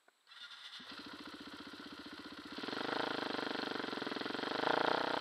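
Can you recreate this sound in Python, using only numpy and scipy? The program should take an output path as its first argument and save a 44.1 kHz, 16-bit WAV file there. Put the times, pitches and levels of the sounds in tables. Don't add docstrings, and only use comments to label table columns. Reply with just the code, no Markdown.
import sys
import numpy as np
from scipy import signal
from scipy.fft import rfft, irfft, next_fast_len
from scipy.io import wavfile
from scipy.ndimage import uniform_filter1d, map_coordinates

SR = 44100
rng = np.random.default_rng(int(sys.argv[2]) if len(sys.argv) > 2 else 0)


def store_wav(level_fs):
    pcm = np.round(np.clip(np.atleast_2d(level_fs), -1, 1) * 32767)
    wavfile.write(sys.argv[1], SR, pcm.T.astype(np.int16))


def volts_from_db(level):
    exponent = np.asarray(level, float) / 20
    return 10 ** exponent


N = 229496

# time_s, firings_per_s
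SPEED = [(.799, 4.531), (.9156, 12.622), (.991, 13.8), (1.529, 15.604), (1.602, 14.714), (1.799, 16.168),
         (1.981, 14.54), (2.28, 15.714), (2.498, 14.379), (2.754, 24.825), (3.028, 27.635), (3.317, 24.35),
         (3.706, 24.46), (4.093, 20.339), (4.626, 26.212), (4.672, 29.178), (4.845, 27.541),
         (4.875, 30.684)]
# time_s, opening_0_to_1
THROTTLE = [(.8, 0.04), (1.2, 0.01), (2.5, .01), (2.6, 0.18), (2.72, 0.39), (2.87, 0.6), (3.0, 0.8),
            (3.15, 0.61), (3.6, 0.55), (3.9, 0.37), (4.1, 0.38), (4.3, 0.41), (4.58, 0.71), (4.66, 0.98),
            (4.8, 0.95), (4.9, 1), (4.98, 0.92), (5.2, 0.8)]
# time_s, trip_ms
PIPE_TRIP = [(.8, 5.6), (2.7, 5.2), (3.0, 5.0), (3.6, 5.15), (4.1, 5.5), (4.55, 5.15), (4.9, 5.1),
             (4.96, 4.7), (5.2, 4.7)]
# start_s, level_db, pitch_hz
STROKES = [
    (0.407, -70, 250),
    (.512, -73, 236),
    (0.722, -82, 230),
]
# start_s, level_db, pitch_hz, t60_s
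CLICKS = [
    (.082, -53.5, 398, 0.028),
    (0.08, -52, 697, 0.025),
    (0.084, -57, 1000, .025),
    (.083, -48, 1460, 0.025),
    (.269, -55, 4400, .025),
    (.27, -62, 1480, .03),
    (.271, -66, 493, .03),
    (.272, -63, 3000, .025),
    (.208, -67, 3700, .04),
]
# start_s, length_s, from_hz, to_hz (tooth rate), level_db
SQUEALS = [
    (0.305, 0.033, 663, 690, -63.5),
    (0.401, 0.07, 718, 704, -58.5),
    (0.51, 0.051, 707, 680, -62),
    (0.613, 0.11, 730, 605, -74.5),
    (0.733, 0.013, 710, 736, -56),
    (0.756, 0.024, 749, 620, -58),
    (0.887, 0.02, 737, 694, -61),
]
# multiple_of_tooth_rate, level_db
TEETH = [(2, 0), (2.7, -9), (4, -7), (5, 0), (6, -3), (8, -13)]
# peak_s, level_db, rise_db_per_s, fall_db_per_s
SURGES = [
    (.436, -53, 92, 150),
    (0.513, -52, 1100, 50),
    (.668, -50, 117, 248),
    (.762, -48, 190, 300),
    (.8, -56, 60, 12),
    (.908, -54, 112, 12),
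]
# pitch_hz, width_hz, level_db
HOUSING = [(1200, 580, -9), (1420, 120, -3.5), (1625, 120, -4), (1930, 220, -4.5)]
RING_GEAR = [(2990, 320, -4.5), (3560, 500, 1.5), (4090, 310, -3.5), (4860, 1200, -12), (6060, 220, -15.5)]
FIZZ = [(7340, 500, 0), (8650, 1100, 2.5), (10800, 3800, -11.5)]
# pitch_hz, width_hz, level_db
GEARS = [(1027, 220, -4), (1412, 290, 0), (1783, 120, -7.5), (1952, 225, -7), (530, 360, -8.5)]
VALVES = [(2682, 187, -4.5), (3170, 504, 0.5), (3720, 1100, -1.5), (4178, 550, 1.5), (4804, 470, -5),
          (5390, 1060, -15)]
INTAKE = [(8000, 1900, -10), (9830, 1800, -12.5), (11600, 6400, -19.5), (5800, 960, -10)]
AIRBOX = [(7840, 140, 0), (8800, 900, -12)]
RUMBLE = [(40, 65, 1.3), (106, 31, 0.71)]
# pitch_hz, level_db
CASE = [(20, -28), (60, -18), (150, 1), (300, 0), (2000, -0.5), (2350, 6), (2900, 0.5), (5000, 0),
        (6600, -4), (8000, -7), (12000, -3.5), (15000, -5)]
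FLOOR = [(20, -48), (70, -23), (160, -18), (330, -4), (630, -6), (1000, -1.5), (1500, -1), (2800, -7),
         (4000, -1), (5000, -14), (6500, -18), (7900, -10), (9000, -14.5), (15000, -23)]
# pitch_hz, level_db
WHINE = [(7838, -92), (7897, -90)]

# idle_db, gain_db as the throttle first opens, further gain_db up to full throttle
BOOM_DB, CRACK_DB, BACK_DB = (-55.5, 11, -5), (-68.5, 20.5, 4), (-61.5, 0.8, 34.5)
OPENING = 0.17
WEAK_DB, CATCH_S = -14.5, 0.11
# the same three, then db per firing a second gained within SURGE_S
GEAR_DB, VALVE_DB, HISS_DB = (-56.5, 7, 4, 0.09), (-58.5, 9, 2.7, 0.63), (-74, 0.5, 3, 0.1)
SURGE_S = .12
SETTLE_DB, SETTLE_S = 0.5, 0.18
STRAIN_DB = -54
GRIND_DB, GRIND_GROWS, FIZZ_DB, FIZZ_GROWS = -58.5, 0.43, -82.5, 0.85
FIZZ_ENDS_S = .79


def unit(x):
    return x / np.sqrt(np.mean(x ** 2) + 1e-20)


def curve(rows, at):
    return np.interp(at, *np.transpose(rows))


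def filtered(x, response):
    m = next_fast_len(N + 8192)
    return irfft(rfft(x, m) * response(np.fft.rfftfreq(m, 1 / SR)), m)[:N]


def colour(points):
    f, db = np.transpose(points)
    return lambda hz: volts_from_db(np.interp(np.log(hz + 1), np.log(f), db))


def ringing(modes):
    def response(f):
        return np.sqrt(sum(volts_from_db(2 * db) / (1 + (2 * (f - c) / w) ** 2) ** 2 for c, w, db in modes))
    return unit(filtered(rng.standard_normal(N), response))


def wobble(rate):
    return map_coordinates(rng.standard_normal(int(N * rate / SR) + 4), [np.arange(N) * rate / SR])


def burst(t, hz, t60, rise, phase=0):
    t = np.maximum(t, 0)
    return np.sin(2 * np.pi * hz * t + phase) * volts_from_db(-60 * t / t60) * (1 - np.exp(-t / rise)) ** 2


def chirp(t, hz, lag, settle, t60, rise, phase):
    return burst(t, hz, t60, rise, phase - 2 * np.pi * lag * (1 - np.exp(-np.maximum(t, 0) / settle)))


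def place(times, rows, lead):
    at = np.round((np.asarray(times) - lead) * SR).astype(int)[:, None] + np.arange(rows.shape[1])
    return np.bincount(at.ravel(), rows.ravel(), N + SR)[:N]


def cycle():
    time = np.arange(N) / SR
    return np.cumsum(curve(SPEED, time) * (time > SPEED[0][0])) / SR


def engine_load(rate):
    return np.clip((rate - 15.5) / 6, 0, 1)


def throttle_level(rule_db, throttle):
    idle_db, open_db, full_db = rule_db
    return idle_db + open_db * (1 - np.exp(-throttle / OPENING)) + full_db * throttle


def noise_level(rule_db, time):
    *throttle_db, surge_db = rule_db
    gained = np.clip(curve(SPEED, time) - curve(SPEED, time - SURGE_S), 0, 3)
    settle_db = SETTLE_DB * np.exp(-np.maximum(time - SPEED[1][0], 0) / SETTLE_S)
    throttle = np.clip(curve(THROTTLE, time), 0, 1)
    return throttle_level(throttle_db, throttle) + surge_db * gained + settle_db


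def camera_noise():
    time = np.arange(N) / SR
    hiss = volts_from_db(-76) * unit(filtered(rng.standard_normal(N), colour(FLOOR)))
    return hiss + sum(volts_from_db(db + 3 + 1.5 * wobble(20)) * np.sin(2 * np.pi * hz * time) for hz, db in WHINE)


def woods(x):
    t = np.arange(SR // 4) / SR
    tail = rng.standard_normal(t.size) * volts_from_db(-60 * t / 0.093) * (t > .006)
    return signal.fftconvolve(x, tail / np.linalg.norm(tail))[:N]


def starter_grind():
    time = np.arange(N) / SR
    surges_db = [db - np.where(time < s, rise * (s - time), fall * (time - s)) for s, db, rise, fall in SURGES]
    rattle_db = np.max(surges_db, axis=0)
    strain_db = rattle_db - STRAIN_DB
    grind_db = GRIND_DB + GRIND_GROWS * strain_db
    fizz_db = FIZZ_DB + FIZZ_GROWS * strain_db - 12 * (time > FIZZ_ENDS_S)
    grind = volts_from_db(grind_db) * ringing(HOUSING)
    grind += volts_from_db(rattle_db - 0.5) * ringing(RING_GEAR)
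    grind += volts_from_db(fizz_db + 12.5) * ringing(FIZZ)
    engaged = np.clip((time - .27) / 0.013, 0, 1) ** 2 * np.clip((.95 - time) / 0.12, 0, 1)
    return engaged * volts_from_db(1.45 * wobble(91.1)) * grind


def squeal(t, length, from_hz, to_hz, db):
    share = np.clip(t / length, 0, 1)
    hz = (from_hz + (to_hz - from_hz) * share ** 2) * (1 + .004 * wobble(250)[:t.size])
    turn = 2 * np.pi * np.cumsum(hz) / SR
    tone = sum(volts_from_db(level + 4.1 * wobble(64)[:t.size]) * np.sin(k * turn) for k, level in TEETH)
    return volts_from_db(db + 2.5) * np.sqrt(np.abs(np.sin(np.pi * share))) * tone


def thump(t, db, hz):
    return volts_from_db(db) * (chirp(t, hz, 0.47, 0.0026, 0.18, 0.0023, 0) + 2.5 * burst(t, 72, 0.24, .004))


def click(t, db, hz, t60):
    return volts_from_db(db) * burst(t, hz, t60, 0.0011) * (1 + .5 * wobble(1460)[:t.size])


def starter():
    t = np.arange(SR // 5) / SR
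    sounds = [squeal(t, *row[1:]) for row in SQUEALS]
    sounds += [thump(t, *row[1:]) for row in STROKES]
    sounds += [click(t, *row[1:]) for row in CLICKS]
    starts = [row[0] for row in SQUEALS + STROKES + CLICKS]
    return starter_grind() + place(starts, np.array(sounds), 0)


def mechanics(turns):
    time = np.arange(N) / SR
    gear_db, valve_db, hiss_db = (noise_level(rule, time) for rule in (GEAR_DB, VALVE_DB, HISS_DB))
    rate = curve(SPEED, time)
    load = engine_load(rate)
    luck = rng.standard_normal((int(turns[-1]) + 2, 3))
    angle_luck, valve_luck, intake_luck = luck[np.round(turns + .4).astype(int) - 1].T

    def swell(angle, sharp):
        return np.exp(sharp * (np.cos(2 * np.pi * (turns - angle)) - 1))

    def blow(angle, life):
        return uniform_filter1d(np.exp(-((turns - angle) % 1) / life), size=70)

    gears = .6 + .6 * (1 - load) * swell(.85, 6) + .6 * load * swell(.14, 4) + .25 * swell(.45, 6)
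    valves = .55 - .17 * load + .75 * swell(.93 - .0065 * rate, 11) * volts_from_db(.8 * valve_luck)
    valves += .35 * swell(.12 + .15 * (1 - load), 5)
    hiss = .4 + .7 * blow(.22, .2) + .9 * blow(.5 + .01 * angle_luck, .09) * volts_from_db(1.5 * intake_luck)
    whistle = .2 + swell(.4, 3) * volts_from_db(2.5 * wobble(90))
    rush = volts_from_db(gear_db + 2.45 * wobble(150)) * unit(gears) * ringing(GEARS)
    rush += volts_from_db(valve_db - 1.0 + 1.3 * wobble(250)) * unit(valves) * ringing(VALVES)
    rush += volts_from_db(hiss_db + 3.0 + 2.2 * wobble(200)) * unit(hiss) * ringing(INTAKE)
    rush += volts_from_db(hiss_db - 10 + 10 * load) * unit(whistle) * ringing(AIRBOX)
    rush += volts_from_db(-67.5 + 2.1 * load) * ringing(RUMBLE)
    return rush * np.clip(turns / 0.76, 0, 1)


def silencer_boom(t, rate, load, throttle, cold, boom_luck, upper_luck):
    u = t + .0012
    boom_hz = 307 * (1 - .17 * cold + .012 * boom_luck)
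    boom = chirp(u, boom_hz, .83, .003, .075 + .04 * cold - .04 * load, .0027, 1.08)
    upper_t = t - .003 + .00005 * load * (np.minimum(rate, 27) - 24)
    upper_hz = 450 * (1 + .01 * upper_luck)
    upper = chirp(upper_t, upper_hz, 1.48, .0011, .026 - .008 * load, .0006, 5.28)
    push = burst(u, 76.5, 0.102, 0.00675) * volts_from_db(-4.0 - 82 * load)
    push = push + burst(u, 134, 0.046, 0.00022) * volts_from_db(-21.5 + 3.3 * load)
    push = push + burst(t - .008, 354.0, 0.068, 0.013) * volts_from_db(0.5 - 2 * load)
    return boom + (0.45 + 1.77 * load + 1.16 * throttle ** 3) * upper + push


def valve_crack(t, ring_luck):
    front = -.67 * np.exp(-((t + .00074) / .00031) ** 2) + np.exp(-(t / .00024) ** 2)
    front = front + .5 * burst(t + 0.00032, 3214, 0.01, .0001)
    ring = .9 * burst(t, 1540 * (1 + .015 * ring_luck), .009, .0002, 1.55)
    gas = uniform_filter1d(rng.standard_normal((len(ring_luck), t.size)), size=7, axis=1)
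    rasp = 0.27 * gas * burst(t + .0012, 0, 0.015, 0.0017, np.pi / 2)
    return front + ring + rasp


def pipe_reflection(t, trip, load, smear_luck, decay_luck):
    def echo(late, hz):
        return chirp(t - late, hz, 1.48, .0011, .012 * volts_from_db(.8 * decay_luck), .0013, 5.28)

    smear_hz = 1020 * (1 + .012 * smear_luck)
    back = echo(trip, smear_hz) + 0.35 * echo(trip + 0.00436, 914) + 0.29 * echo(trip + 0.00645, 966)
    back = back + 0.56 * burst(t - trip - .0022, 1.36 * smear_hz, 0.0058, 0.00047)
    return (0.23 + 0.6 * load) * back


def exhaust(turns):
    fire = np.searchsorted(turns, np.arange(int(turns[-1]) + 1) + 1e-9) / SR
    since = fire[:, None] - fire[0]
    throttle = np.clip(curve(THROTTLE, fire), 0, 1)[:, None]
    weak_db = WEAK_DB * np.exp(-since / CATCH_S)
    boom_db, crack_db, back_db = (throttle_level(rule, throttle) + weak_db for rule in (BOOM_DB, CRACK_DB, BACK_DB))
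    rate = curve(SPEED, fire)[:, None]
    load = engine_load(rate)
    cold = np.exp(-since / .09)
    luck = rng.standard_normal((8, len(fire), 1))
    boom_luck, ring_luck, upper_luck, back_luck, smear_luck, boom_level, crack_level, decay_luck = luck
    lead = .003
    t = np.arange(SR // 10)[None] / SR - lead
    trip = curve(PIPE_TRIP, fire)[:, None] / 1000 + .00004 * back_luck
    boom = silencer_boom(t, rate, load, throttle, cold, boom_luck, upper_luck)
    rows = volts_from_db(boom_db + 16.5 + 0.16 * boom_level) * boom
    rows = rows + volts_from_db(crack_db + 20.0 + .5 * crack_level) * valve_crack(t, ring_luck)
    back = pipe_reflection(t, trip, load, smear_luck, decay_luck)
    rows = rows + volts_from_db(back_db + 23.0 + .5 * back_luck) * back
    keep_db = -10 * np.log10(rate / 20)
    return place(fire, volts_from_db(keep_db) * rows, lead)


def scene():
    turns = cycle()
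    pipe = exhaust(turns)
    return (pipe + volts_from_db(-17.0) * woods(pipe) + mechanics(turns) + starter())[None]


def top_cut(x):
    return signal.sosfilt(signal.butter(12, 15310, fs=SR, output="sos"), x)


def record(dry):
    mix = filtered(dry[0], colour(CASE)) + camera_noise()
    return top_cut(mix[None])


dry = scene()
out = record(dry)
store_wav(out)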